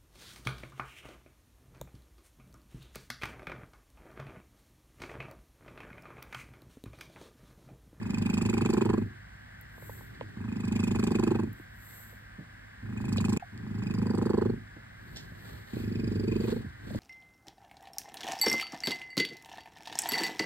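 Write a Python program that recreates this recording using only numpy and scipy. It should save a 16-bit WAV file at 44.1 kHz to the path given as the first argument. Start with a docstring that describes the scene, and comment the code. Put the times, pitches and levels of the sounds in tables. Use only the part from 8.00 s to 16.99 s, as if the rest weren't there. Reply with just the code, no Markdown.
"""Cat purring on a bed

Close microphone in a small, soft bedroom: a cat just right of centre purrs in swells while a hand strokes its fur,
and at the end it gets up. Its glottis opens about 25 times a second: a tick, a thump of chest and throat, a gurgle
and a puff of hiss through the nose, a closing tick. Around it, coloured noise makes fur swish, bedding rustle and
mattress rumble, damped bursts and resonances make contacts, knocks and strong single pulses of the purr, and a
steady fan rushes in the room."""
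import sys
import numpy as np
from scipy import signal
from scipy.fft import rfft, irfft
from scipy.io import wavfile
from scipy.ndimage import uniform_filter1d

SR = 44100
rng = np.random.default_rng(int(sys.argv[2]) if len(sys.argv) > 2 else 0)


def master(y):
    """Save y as 16-bit WAV."""
    cut = np.clip(np.atleast_2d(y).T, -1, 1)
    pcm = np.round(cut * 32767)  # scale
    wavfile.write(sys.argv[1], SR, pcm.astype(np.int16))


N = 396459
TIME, FREQ = np.arange(N) / SR, np.arange(N // 2 + 1) * SR / N

# All levels in the tables are relative: the gains of the mix come on top.
# Colours of the surroundings: freq_hz, density_db (per Hz)
FAN_COLOUR = [(25, -16.5), (55, 8), (105, -6.5), (200, -2), (400, -19.5), (700, -11), (1000, -12),
              (1300, -14), (1600, -2.5), (2000, -9), (2500, -19), (4000, -24), (6500, -32), (15000, -39)]
MATTRESS_COLOUR = [(20, -11), (35, -27), (52, -5), (70, -11.5), (110, 0), (200, -10.5), (400, -15.5),
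                   (1000, -58.5)]
BEDDING_COLOUR = [(150, -29), (350, 17.5), (700, 18.5), (1500, 9.5), (2600, 6.5), (4300, 10.5), (5500, -2),
                  (9000, -3), (15000, -40)]
FUR_COLOUR = [(300, -38), (1000, 7), (3000, -15), (5500, -12.5), (8000, 3.5), (10000, -9), (12000, 8.5),
              (15500, -1.5)]
# Colours of the purr: freq_hz, density_db (per Hz)
NOSE_COLOUR = [(3000, 2.5), (5200, 9), (5700, 2.5), (7000, 8.5), (9000, 6), (10500, -4), (13000, -4.5),
               (15500, -51)]
RASP_COLOUR = [(600, -1), (900, 2), (1500, -15), (2100, 9.5), (2500, 26), (2900, 6), (3300, 8.5), (3900, 0),
               (4700, -26.5), (7000, 4.5), (15000, -52)]
GURGLE_COLOUR = [(450, -10.5), (640, 6.5), (720, -2), (880, 11.5), (1020, 8.5), (1300, -2.5), (1600, 1.5),
                 (2100, -31.5), (4000, -28), (15000, -49)]
OPEN_TICK_COLOUR = [(450, -10.5), (680, -3), (830, -1.5), (1100, 16.5), (1320, 7), (1650, -10), (2100, -9),
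                    (2500, 1), (3300, -3), (8000, -16), (15000, -40)]
CLOSE_TICK_COLOUR = [(450, -3), (680, -9), (860, 3), (1020, -2.5), (1300, -13.5), (1650, -6), (2100, -19),
                     (2500, -18), (3300, -20), (8000, -38), (15000, -42)]

# Left-right likeness of diffuse sound: freq_hz, likeness (0-1)
LIKENESS = [(100, 0.95), (300, 0.32), (650, 0.8), (1000, 0.8), (1600, 0.7), (2100, .9), (2600, 0.41),
            (4800, 0.44), (6000, .85), (15000, .85)]
# Phase between the two microphone ports: freq_hz, left_lead_rad
CAT_PHASE = [(0, 0), (200, -.45), (450, -1.1), (600, -1.3), (850, -.3), (1800, -.5), (2500, -3.5),
             (4300, -4.2), (5900, -3.14), (8050, 0), (14600, 9.42), (16000, 11.4)]
ROOM_PHASE = [(0, 0), (200, -.4), (550, -2.8), (900, -2.8), (1200, -1.5), (2100, -.8), (2700, -3),
              (4500, -4.6), (5900, -3.14), (8050, 0), (14600, 9.42), (16000, 11.4)]
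# The cat is a little to the right: freq_hz, left_minus_right_db
CAT_BALANCE = [(60, -2), (200, -1), (380, -3), (1300, -3), (2400, 0.5), (4400, -6), (8000, 0)]
# Narrow bands of the voice cancelled by reflections off bed and wall: freq_hz, width_hz
CANCELLED_BANDS = [(141, 12.3), (680, 102)]

# The hand slides over the cat, or the cat shifts on the bed:
# middle_s, length_s, fur_db, bedding_db, mattress_db
SLIDES = [ (1.922, 0.32, -62.5, -71, -50), (2.248, 0.51, -97, -70, -50), (3.595, 0.12, -74, -91, -62),
          (3.964, 0.37, -61, -69.5, -77), (7.178, 0.38, -75, -66, -49), (7.503, 0.32, -70, -60, -49),
          (7.782, 0.25, -68.5, -58, -66), (8.26, 0.98, -80, -63.5, -53), (8.48, 0.24, -67.5, -52.5, -58),
          (8.964, 0.28, -73.5, -58, -39), ]
# Soft contacts of hand, ears, mouth and paws: start_s, peak_db, centre_hz, width_hz, decay_t60_s
TOUCHES = [(1.612, -32.5, 13200, 5000, 0.0034), (2.217, -41, 272, 198, 0.2),
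           (3.53, -36, 13000, 5200, 0.0085), (3.597, -38.5, 226, 149, 0.024),
           (4.125, -49.5, 405, 249, 0.059), (4.384, -33.5, 144, 152, 0.21), (5.181, -27, 3600, 1410, 0.021),
           (5.577, -39, 3960, 4900, 0.0042), (5.94, -41, 6300, 7700, 0.0063), (6.765, -38, 173, 180, 0.11),
           (7.16, -37.5, 3900, 3100, 0.25), (7.17, -32, 4170, 3160, 0.023), (7.168, -47, 12100, 5000, .014),
           (7.167, -44.5, 330, 645, 0.082), (7.319, -34.5, 108, 101, 0.092), (7.52, -36, 90, 67.4, 0.33),
           (8.654, -32.5, 105, 59.5, 0.18)]
# Knocks of the hand on the ears, and strong single pulses of the purr:
# start_s, body_db, body_hz, pitch_slide (share), overtone_db (to body), click_db (to body)
KNOCKS_AND_PULSES = [(1.779, -46, 600, -0.36, -4, -14), (1.823, -43, 535, -.1, -10, -20),
                     (1.894, -36, 516, -0.091, -4.5, -14), (2.008, -49.5, 555, -0.33, 3.5, -12),
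                     (2.2101, -28.5, 536, -0.1, -6.5, -2), (5.183, -28.5, 493, -0.37, -25, -12),
                     (7.767, -27.5, 366, -0.26, -21, -41), (8.643, -31, 232, -0.081, -19, -35),
                     (8.906, -37, 570, -0.084, -25, -30), (8.946, -32, 534, 0.015, -22, -30),
                     (8.955, -28, 245, -.15, -20, -35)]

# Swells of the purr: start_s, length_s, rate_hz (openings per second),
# hurry_cycles (gained at the start), drag_cycles (lost at the end),
# tone_crescendo (chest and throat, 1 = usual), other_crescendo (other parts but the gurgle, 1 = usual),
# top levels belly_db, chest_db, throat_db, tick_db, gurgle_db, rasp_db, whistle_db, hiss_db
SWELLS = [ (-0.145, 1.16, 25.41, -.11, .39, 1.51, 0.86, -30.5, -29, -26, -36, -46, -48.5, -58.5, -56.5),
          (2.366, 1.085, 25.6, .11, .36, 1.44, 0.92, -32, -30, -27, -37.5, -45, -51.5, -59.5, -57.5),
          (4.827, .85, 24.58, .79, 0, 1.9, 1.17, -30, -30.5, -29.5, -35.5, -53, -45, -64, -55.5),
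          (5.525, 1.0, 25.3, .54, 0, 2.2, 1.09, -32.5, -31, -25, -39, -51, -64.5, -59.5, -67),
          (7.730, .85, 24.61, .65, 0, 0.76, 0.5, -32, -34, -30, -55.5, -52.5, -57.5, -58.5, -73),
          (8.865, .6, 24.2, .25, 0, 1.66, 0.39, -54, -35, -17.5, -58, -50, -72, -70, -61), ]
# How each part rises to its top, sags and is released; one row each in the order of the top levels above:
# top_place (0-1 of the swell), rise_db, rise_bow (1 = straight), sag_db, release_db_per_s
ARCS = [ (0.71, 10.5, 3.04, 0, 159), (0.51, 9.5, 1.71, 2.5, 265), (0.9, 24.5, 1.65, 11, 515),
        (0.89, 20, 1.53, 24, 501), (1, 22.5, 0.83, 6, 493), (0.63, 28.5, 2.7, 10, 397),
        (0.6, 44, 4.3, 9, 405), (0.69, 39.5, 3.12, 19, 403), ]
# Throat and chest change shape as the cat moves:
# time_s, throat_ratio, slap_ratio, chest_ratio (of pitch), slap_db (to parting), pitch_slide (share), rasp_db
POSTURE = [ (0, 0.95, 0.81, 0.9, -14, -0.19, -1), (0.8, 0.96, 0.85, 0.92, -7, -0.12, -1.5),
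           (2.5, 0.97, 0.98, 0.92, -20, -0.24, 2), (3.4, 0.96, 0.76, 0.93, -3, -0.072, -2.5),
           (5.3, 0.92, 0.93, 0.88, -8.5, -.1, -7.5), (5.65, 0.82, 0.75, 0.855, -9, -0.042, 5),
           (5.87, 0.88, 0.97, 0.81, -5, -0.15, 12), (6.05, 0.99, 1.04, 0.91, -8.5, -0.37, -3),
           (6.4, 1.03, 1.014, 0.94, -12.5, -0.091, -7), (7.8, 0.97, 0.96, 0.946, -13.5, -0.26, 2),
           (8.2, 0.94, 0.88, 0.99, -2, -0.34, -6), (8.42, 0.9, 0.99, 0.91, -5, 0.11, 0),
           (8.57, 1, 1.05, 0.94, -1.5, 0.36, -4), (8.87, 1.5, 0.71, 0.89, 1, -0.018, -4), ]
# Body resonances before the pitch ratios: pitch_hz, width_hz, level_db, lag_s (after the folds part or meet)
BELLY = [(112.8, 33.3, 0, 0.006)]
CHEST = [(236.7, 108, 4, 0.0029), (223.9, 38, -10, 0.0058)]
THROAT = [(374, 134, 10, 0.00412), (442, 51, -28, 0.00092)]
SLAP = [(424, 115, -2.5, -.002), (592, 300, -18, -.001)]  # throat, as the folds slap shut
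OPEN_RING = [(1180, 850, 0, -.0005)]  # chirp in the mouth as the folds part
CLOSE_RING = [(980, 460, 5.5, -.002), (837, 220, 0, 0.0016)]  # chirp in the mouth as they meet
# Brief dip in level: start_s, end_s
DIP = (5.376, 5.397)

BEDROOM_T60_S, CUTOFF_HZ = 0.074, 15800
MATTRESS_REST_DB, MATTRESS_SHAKE_DB = -66.5, -5  # rumble at rest; shaken by the purr, relative to the belly
SLIDE_EDGE_DB = 11  # fall from the middle of a slide to its ends
BODY_WIDTH, BODY_OVERTONE = 0.46, 1.835  # of a knock or pulse, as multiples of its body pitch
CLICK_HZ, CLICK_WIDTH_HZ = 2500, 2000
OPEN_S, OPEN_SHRINK = .0135, .35  # open phase; share by which it has shortened at the end of a swell
SAG_BOW = 2.4  # the sag starts gently and steepens
SETTLE_CYCLES = 2.5  # how soon a hurried start settles
PUFF_JITTER_S = 0.0021  # the air peaks a little earlier or later in each cycle
WHISTLE_HZ, WHISTLE_SINK_HZ = 4926, 594
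DETUNE, THUMP_DB, TICK_DB, PUFF_DB, GRAIN_DB = .016, .7, 1.2, 1.0, 3.6  # unevenness of the purr


def from_db(db):
    """Decibels to gain."""
    return 10 ** (np.asarray(db) / 20)


def rms_one(x):
    """Scale to unit rms."""
    return x / np.sqrt(np.mean(x ** 2) + 1e-20)


def at_freq(points):
    """A (freq_hz, value) table joined on a log-frequency axis."""
    hz, value = np.transpose(points)
    return np.interp(np.log(FREQ + 1), np.log(hz), value)


def add(out, s, sound):
    """Mix a short sound in at time s."""
    i = int(np.clip(s * SR, 0, N - 1))
    out[i:i + len(sound)] += sound[:N - i]


def colour(x, spectrum):
    """Causal (minimum-phase) filter that falls away below the first point; rms 1."""
    low_cut = 1 + (spectrum[0][0] / (2 * FREQ + 1)) ** 2
    log_gain = np.log(from_db(at_freq(spectrum)) / low_cut)
    cepstrum = irfft(log_gain, N) * (1 + np.sign(N / 2 - np.arange(N)))  # folded to be causal
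    return rms_one(irfft(rfft(x) * np.exp(rfft(cepstrum)), N))


def diffuse(spectrum):
    """Coloured noise, partly alike in the two channels."""
    alike = np.clip(at_freq(LIKENESS), 0, 1)
    mid, side = rfft(rng.standard_normal((2, N)))
    pair = np.sqrt(1 + alike) * mid + np.sqrt(1 - alike) * side * [[1], [-1]]
    return colour(irfft(pair, N), spectrum)


def ports(x, phase):
    """The two microphone ports hear each frequency slightly out of step."""
    turn = np.interp(FREQ, *np.transpose(phase))
    return irfft(rfft(x) * np.exp(.5j * turn * [[1], [-1]]), N)


def bedroom(x, wet_db):
    """A short, soft tail of reflections with little bass, different at each port."""
    t = TIME[:SR // 4]
    tail = rng.standard_normal((2, len(t))) * from_db(-60 * t / BEDROOM_T60_S) * (t > .002)
    tail = signal.sosfilt(signal.butter(2, 600, "high", fs=SR, output="sos"), tail)
    tail = rms_one(tail) / np.sqrt(len(t))
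    return from_db(wet_db) * signal.fftconvolve(x[None], tail, axes=1)[:, :N]


def cancelled(x):
    """Reflections off bed and wall cancel narrow bands of the voice."""
    for hz, width in CANCELLED_BANDS:
        x = signal.lfilter(*signal.iirnotch(hz, hz / width, fs=SR), x)
    return x


def fan():
    """The fan's soft rush is steady, diffuse turbulence."""
    return from_db(-50.5) * diffuse(FAN_COLOUR)


def slides():
    """Every slide swells and fades like a bell curve; gains of fur, bedding and mattress."""
    power = 0
    for s, length, *levels_db in SLIDES:
        bell = from_db(-SLIDE_EDGE_DB * np.minimum((2 * (TIME - s) / length) ** 2, 20))
        power = power + np.outer(from_db(levels_db), bell) ** 2
    return np.sqrt(power)


def mattress(heave, belly):
    """The low rumble adds the power of rest, shaking by the belly and heaving by the slides."""
    shake = from_db(MATTRESS_SHAKE_DB) * belly
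    level = np.sqrt(from_db(MATTRESS_REST_DB) ** 2 + shake ** 2 + heave ** 2)
    return from_db(2.0) * level * diffuse(MATTRESS_COLOUR)


def catching(uneven_db, catch_s):
    """Cloth catches and slips, so its rustle flickers; a gain of mean power 1."""
    grain = rms_one(uniform_filter1d(rng.standard_normal(N), size=max(int(catch_s * SR), 1)))
    return rms_one(from_db(uneven_db * grain))


def bedding(drag):
    """Cloth that is dragged along gives a flickering noise."""
    return from_db(7.0) * drag * catching(uneven_db=3.5, catch_s=0.016) * diffuse(BEDDING_COLOUR)


def fur(stroke):
    """Hairs brushed by the hand swish as smooth noise."""
    return from_db(8.5) * stroke * diffuse(FUR_COLOUR)


def swoop(hz, width, glide):
    """A resonance that swells to height 1 and dies while its pitch slides by a share (negative = down)."""
    t = TIME[:SR // 10]
    u = np.pi * width * t / 2  # 1 at the top of the swell
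    bend = glide * np.log(np.cosh(np.minimum(u, 30) - 1)) * 2 / (np.pi * width)
    return u ** 2 * np.exp(2 - 2 * u) * np.sin(2 * np.pi * hz * (t + bend))


def touches():
    """Each contact is a short damped noise burst around its own pitch."""
    out, t = np.zeros(N), TIME[:SR // 4]
    for s, db, hz, width, t60 in TOUCHES:
        low = np.hypot(hz, width / 2) - width / 2  # band edges have hz as geometric mean
        high = min(low + width, SR / 2 - 1)
        band = signal.butter(2, [low, high], "band", fs=SR, output="sos")
        burst = signal.sosfilt(band, rng.standard_normal(len(t)) * from_db(-60 * t / t60))
        add(out, s, from_db(db) * burst / np.abs(burst).max())
    return out


def knocks_and_pulses():
    """Each knock on the ears or strong pulse of the purr has a low body, one overtone and a click."""
    out = np.zeros(N)
    for s, db, hz, glide, overtone_db, click_db in KNOCKS_AND_PULSES:
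        body = swoop(hz, BODY_WIDTH * hz, glide)
        body += from_db(overtone_db) * swoop(BODY_OVERTONE * hz, BODY_WIDTH * hz, glide)
        click = from_db(click_db) * swoop(CLICK_HZ, CLICK_WIDTH_HZ, 0)
        add(out, s, from_db(db) * (body + click))
    return out


def plop(s, hz, fall, rise_s, db):
    """A small hollow plop that falls in pitch."""
    out, t = np.zeros(N), TIME[:SR // 25]
    swell = (t / rise_s) ** 2 * np.exp(2 - 2 * t / rise_s)
    add(out, s, from_db(db) * swell * np.sin(2 * np.pi * hz * t * (1 - fall * t)))
    return out


def swelling():
    """Progress through the current swell (0-1) and the gain of each part of the purr along its arc."""
    rows = np.array(SWELLS)
    current = np.maximum(np.searchsorted(rows[:, 0], TIME, side="right") - 1, 0)
    start, length, _, _, _, tone, other, *tops_db = rows[current].T
    depths = other, tone, tone, other, 1, other, other, other  # the gurgle always swells fully
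    progress = np.clip((TIME - start) / length, 0, 1)
    released_s = np.maximum(TIME - start - length, 0)
    unbroken = (start > DIP[0]) | (TIME < np.mean(DIP))  # the dip ends the swell that it falls in
    parts = []
    for top_db, depth, (place, rise_db, bow, sag_db, release_db_per_s) in zip(tops_db, depths, ARCS):
        place = np.clip(place, .05, .95)
        rising = np.maximum(1 - progress / place, 0) ** bow
        sagging = np.maximum((progress - place) / (1 - place), 0) ** SAG_BOW
        db = top_db - depth * rise_db * rising - sag_db * sagging - release_db_per_s * released_s
        parts.append(np.abs(uniform_filter1d(unbroken * from_db(db), size=400)))
    return progress, parts


def glottis(jitter_s):
    """Opening times: each swell may start hurried, settles to a steady beat and may drag as the air runs out."""
    times, next_starts = [], [row[0] for row in SWELLS[1:]] + [N / SR]
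    for (start, length, rate, hurry, drag, *_), until in zip(SWELLS, next_starts):
        cycle = np.arange(int((until - start) * rate + hurry - drag + .5))
        gained = hurry * (1 - np.exp(-cycle / SETTLE_CYCLES))
        lost = drag * np.minimum(cycle / (length * rate), 1) ** 4
        times.extend(start + (cycle - gained + lost) / rate)
    times = np.array(times) + jitter_s * rng.standard_normal(len(times))
    return times[times > 0]


def thumps(times, modes, uneven_db, detune, shift, glide):
    """Every parting or meeting of the folds rings the body modes, never twice quite alike."""
    out = np.zeros(N)
    for hz, width, db, lag in modes:
        size, pitch = rng.standard_normal((len(times), 2)).T
        gains = from_db(db + uneven_db * size)
        pitches = hz * shift * np.exp(detune * pitch)
        glides = glide * np.ones(len(times))
        for s, gain, f, slide in zip(times, gains, pitches, glides):
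            add(out, s + lag, gain * swoop(f, width, slide))
    return rms_one(out)


def ticks(times, ring, glide, spectrum, splutter_db, splutter_s):
    """The moist folds part or meet with a short chirp, at another pitch each time, and a brief splutter."""
    chirps = thumps(times, ring, uneven_db=2.2, detune=.13, shift=1, glide=glide)
    splutter, t = np.zeros(N), TIME[:SR // 50]
    for s in times:
        add(splutter, s, rng.standard_normal(len(t)) * np.exp(-t / splutter_s))
    return rms_one(chirps + from_db(splutter_db) * colour(splutter, spectrum))


def puffs(openings, stretch, peak_s, spread_s, onset, onset_s, leak, uneven_db):
    """Air flow in each cycle: a spurt as the folds part, a swell until they meet, a small leak between."""
    flow = np.zeros(N)
    for s, span, (size, late) in zip(openings, stretch, rng.standard_normal((len(openings), 2))):
        t = TIME[:SR // 30] / span  # the whole puff shortens with the open phase
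        swell = np.exp(-.5 * ((t - peak_s - late * PUFF_JITTER_S) / spread_s) ** 2)
        add(flow, s, from_db(uneven_db * size) * (swell + onset * np.exp(-t / onset_s)))
    return flow + leak


def moist_noise(grain_db):
    """Turbulence roughened by tiny wet crackles."""
    grain = rms_one(uniform_filter1d(rng.standard_normal(N), size=30))
    return rng.standard_normal(N) * from_db(grain_db * grain)


def whistle(progress, width_hz):
    """Breathy turbulence in a narrow resonance that sinks ever faster as the swell goes on."""
    lowpass = signal.butter(2, width_hz / 2, fs=SR, output="sos")
    wobble = signal.sosfilt(lowpass, rng.standard_normal((2, N)))
    turn = 2 * np.pi * np.cumsum(WHISTLE_HZ - WHISTLE_SINK_HZ * progress ** 3) / SR
    return rms_one(wobble[0] * np.cos(turn) + wobble[1] * np.sin(turn))


def chest_and_throat(openings, closings, belly, chest, throat):
    """Belly, chest and throat ring as the folds part; the throat rings again as they slap shut."""
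    s, *shape, slap_db, slide, _ = np.transpose(POSTURE)
    throat_ratio, slap_ratio, chest_ratio = (np.interp(openings, s, column) for column in shape)
    glide = np.interp(openings, s, slide)
    slap = from_db(np.interp(TIME, s, slap_db))
    belly_ring = thumps(openings, BELLY, THUMP_DB, DETUNE, shift=0.96, glide=0)
    chest_ring = thumps(openings, CHEST, THUMP_DB, DETUNE, shift=chest_ratio, glide=0.44 * glide)
    parting = thumps(openings, THROAT, THUMP_DB, DETUNE, shift=throat_ratio, glide=glide)
    meeting = thumps(closings, SLAP, TICK_DB, DETUNE, shift=slap_ratio, glide=0.15)  # rises in pitch
    voice = (from_db(-5.5) * belly + from_db(-55.5)) * belly_ring  # the belly hums on between swells
    voice += from_db(2.5) * chest * chest_ring
    return voice + from_db(-1.5) * throat * (parting + slap * meeting) / np.hypot(1, slap)


def fold_ticks(openings, closings, tick, chest, throat):
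    """A soft purr ticks mostly on opening, a full-throated one on closing."""
    firmness = (throat / (chest + 1e-6) + 1e-6) ** .35
    tick = tick / np.hypot(1, firmness)
    opening = ticks(openings, OPEN_RING, -.28, OPEN_TICK_COLOUR, splutter_db=-6, splutter_s=0.004)
    closing = ticks(closings, CLOSE_RING, -0.26, CLOSE_TICK_COLOUR, splutter_db=-3, splutter_s=0.0041)
    return from_db(-4.5) * tick * opening + from_db(-2.0) * firmness * tick * closing


def throat_gurgle(openings, stretch, gurgle):
    """Air forced between the narrowing folds gurgles."""
    squeeze = puffs(openings, stretch, peak_s=.0118, spread_s=.0045, onset=.2, onset_s=.003,
                    leak=.05, uneven_db=TICK_DB)
    return gurgle * colour(squeeze * moist_noise(GRAIN_DB), GURGLE_COLOUR)


def nasal_air(openings, stretch, progress, rasp, whistling, hiss):
    """Pulsed turbulence rasps while the glottis is open; flow at the nostrils peaks later, whistling and hissing."""
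    s, *_, rasp_db = np.transpose(POSTURE)
    rasping = from_db(np.interp(TIME, s, rasp_db))
    passage = puffs(openings, stretch, peak_s=.0095, spread_s=.0038, onset=.45, onset_s=.003,
                    leak=.05, uneven_db=2 * PUFF_DB)
    nostrils = puffs(openings, stretch, peak_s=.0115, spread_s=.0031, onset=.28, onset_s=.004,
                     leak=.06, uneven_db=PUFF_DB)
    air = from_db(7) * rasping * rasp * colour(passage * moist_noise(GRAIN_DB), RASP_COLOUR)
    air += whistling * rms_one(nostrils * whistle(progress, width_hz=280))
    return air + from_db(6.0) * hiss * colour(nostrils * moist_noise(grain_db=5), NOSE_COLOUR)


def purr(progress, parts):
    """One train of glottal openings drives the voice and the nasal air."""
    belly, chest, throat, tick, gurgle, rasp, whistling, hiss = parts
    openings = glottis(jitter_s=.00045)
    # the pulses grow compact towards the end of a swell
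    stretch = 1 - OPEN_SHRINK * np.interp(openings, TIME, progress) ** 4
    closings = openings + OPEN_S * stretch + .0008 * rng.standard_normal(len(openings))
    voice = chest_and_throat(openings, closings, belly, chest, throat)
    voice += fold_ticks(openings, closings, tick, chest, throat)
    voice += throat_gurgle(openings, stretch, gurgle)
    return cancelled(voice), nasal_air(openings, stretch, progress, rasp, whistling, hiss)


def scene():
    """The cat in front, fur and bedding around it, the room behind."""
    progress, parts = swelling()
    stroke, drag, heave = slides()
    around = fan() + mattress(heave, belly=parts[0]) + bedding(drag) + fur(stroke)
    voice, air = purr(progress, parts)
    body = voice + touches() + knocks_and_pulses()
    body += plop(s=5.423, hz=767, fall=2.7, rise_s=0.0049, db=-32.5)
    balance = from_db(at_freq(CAT_BALANCE) * [[.5], [-.5]])
    near = irfft(rfft(ports(body + air, CAT_PHASE)) * balance, N)
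    echoes = bedroom(body, wet_db=-10) + bedroom(air, wet_db=-9)
    return near + echoes + ports(around, ROOM_PHASE)


def record(dry):
    """The level dips for an instant by some 27 dB; the deepest bass and the top are cut."""
    on = uniform_filter1d(1. * ((TIME < DIP[0]) | (TIME > DIP[1])), size=30)
    dry = signal.sosfilt(signal.butter(2, 28, "high", fs=SR, output="sos"), dry)
    top_cut = signal.ellip(12, .1, 90, CUTOFF_HZ, fs=SR, output="sos")
    return signal.sosfilt(top_cut, dry * (0.041 + 0.87 * on))


dry = scene()
out = record(dry)
master(out)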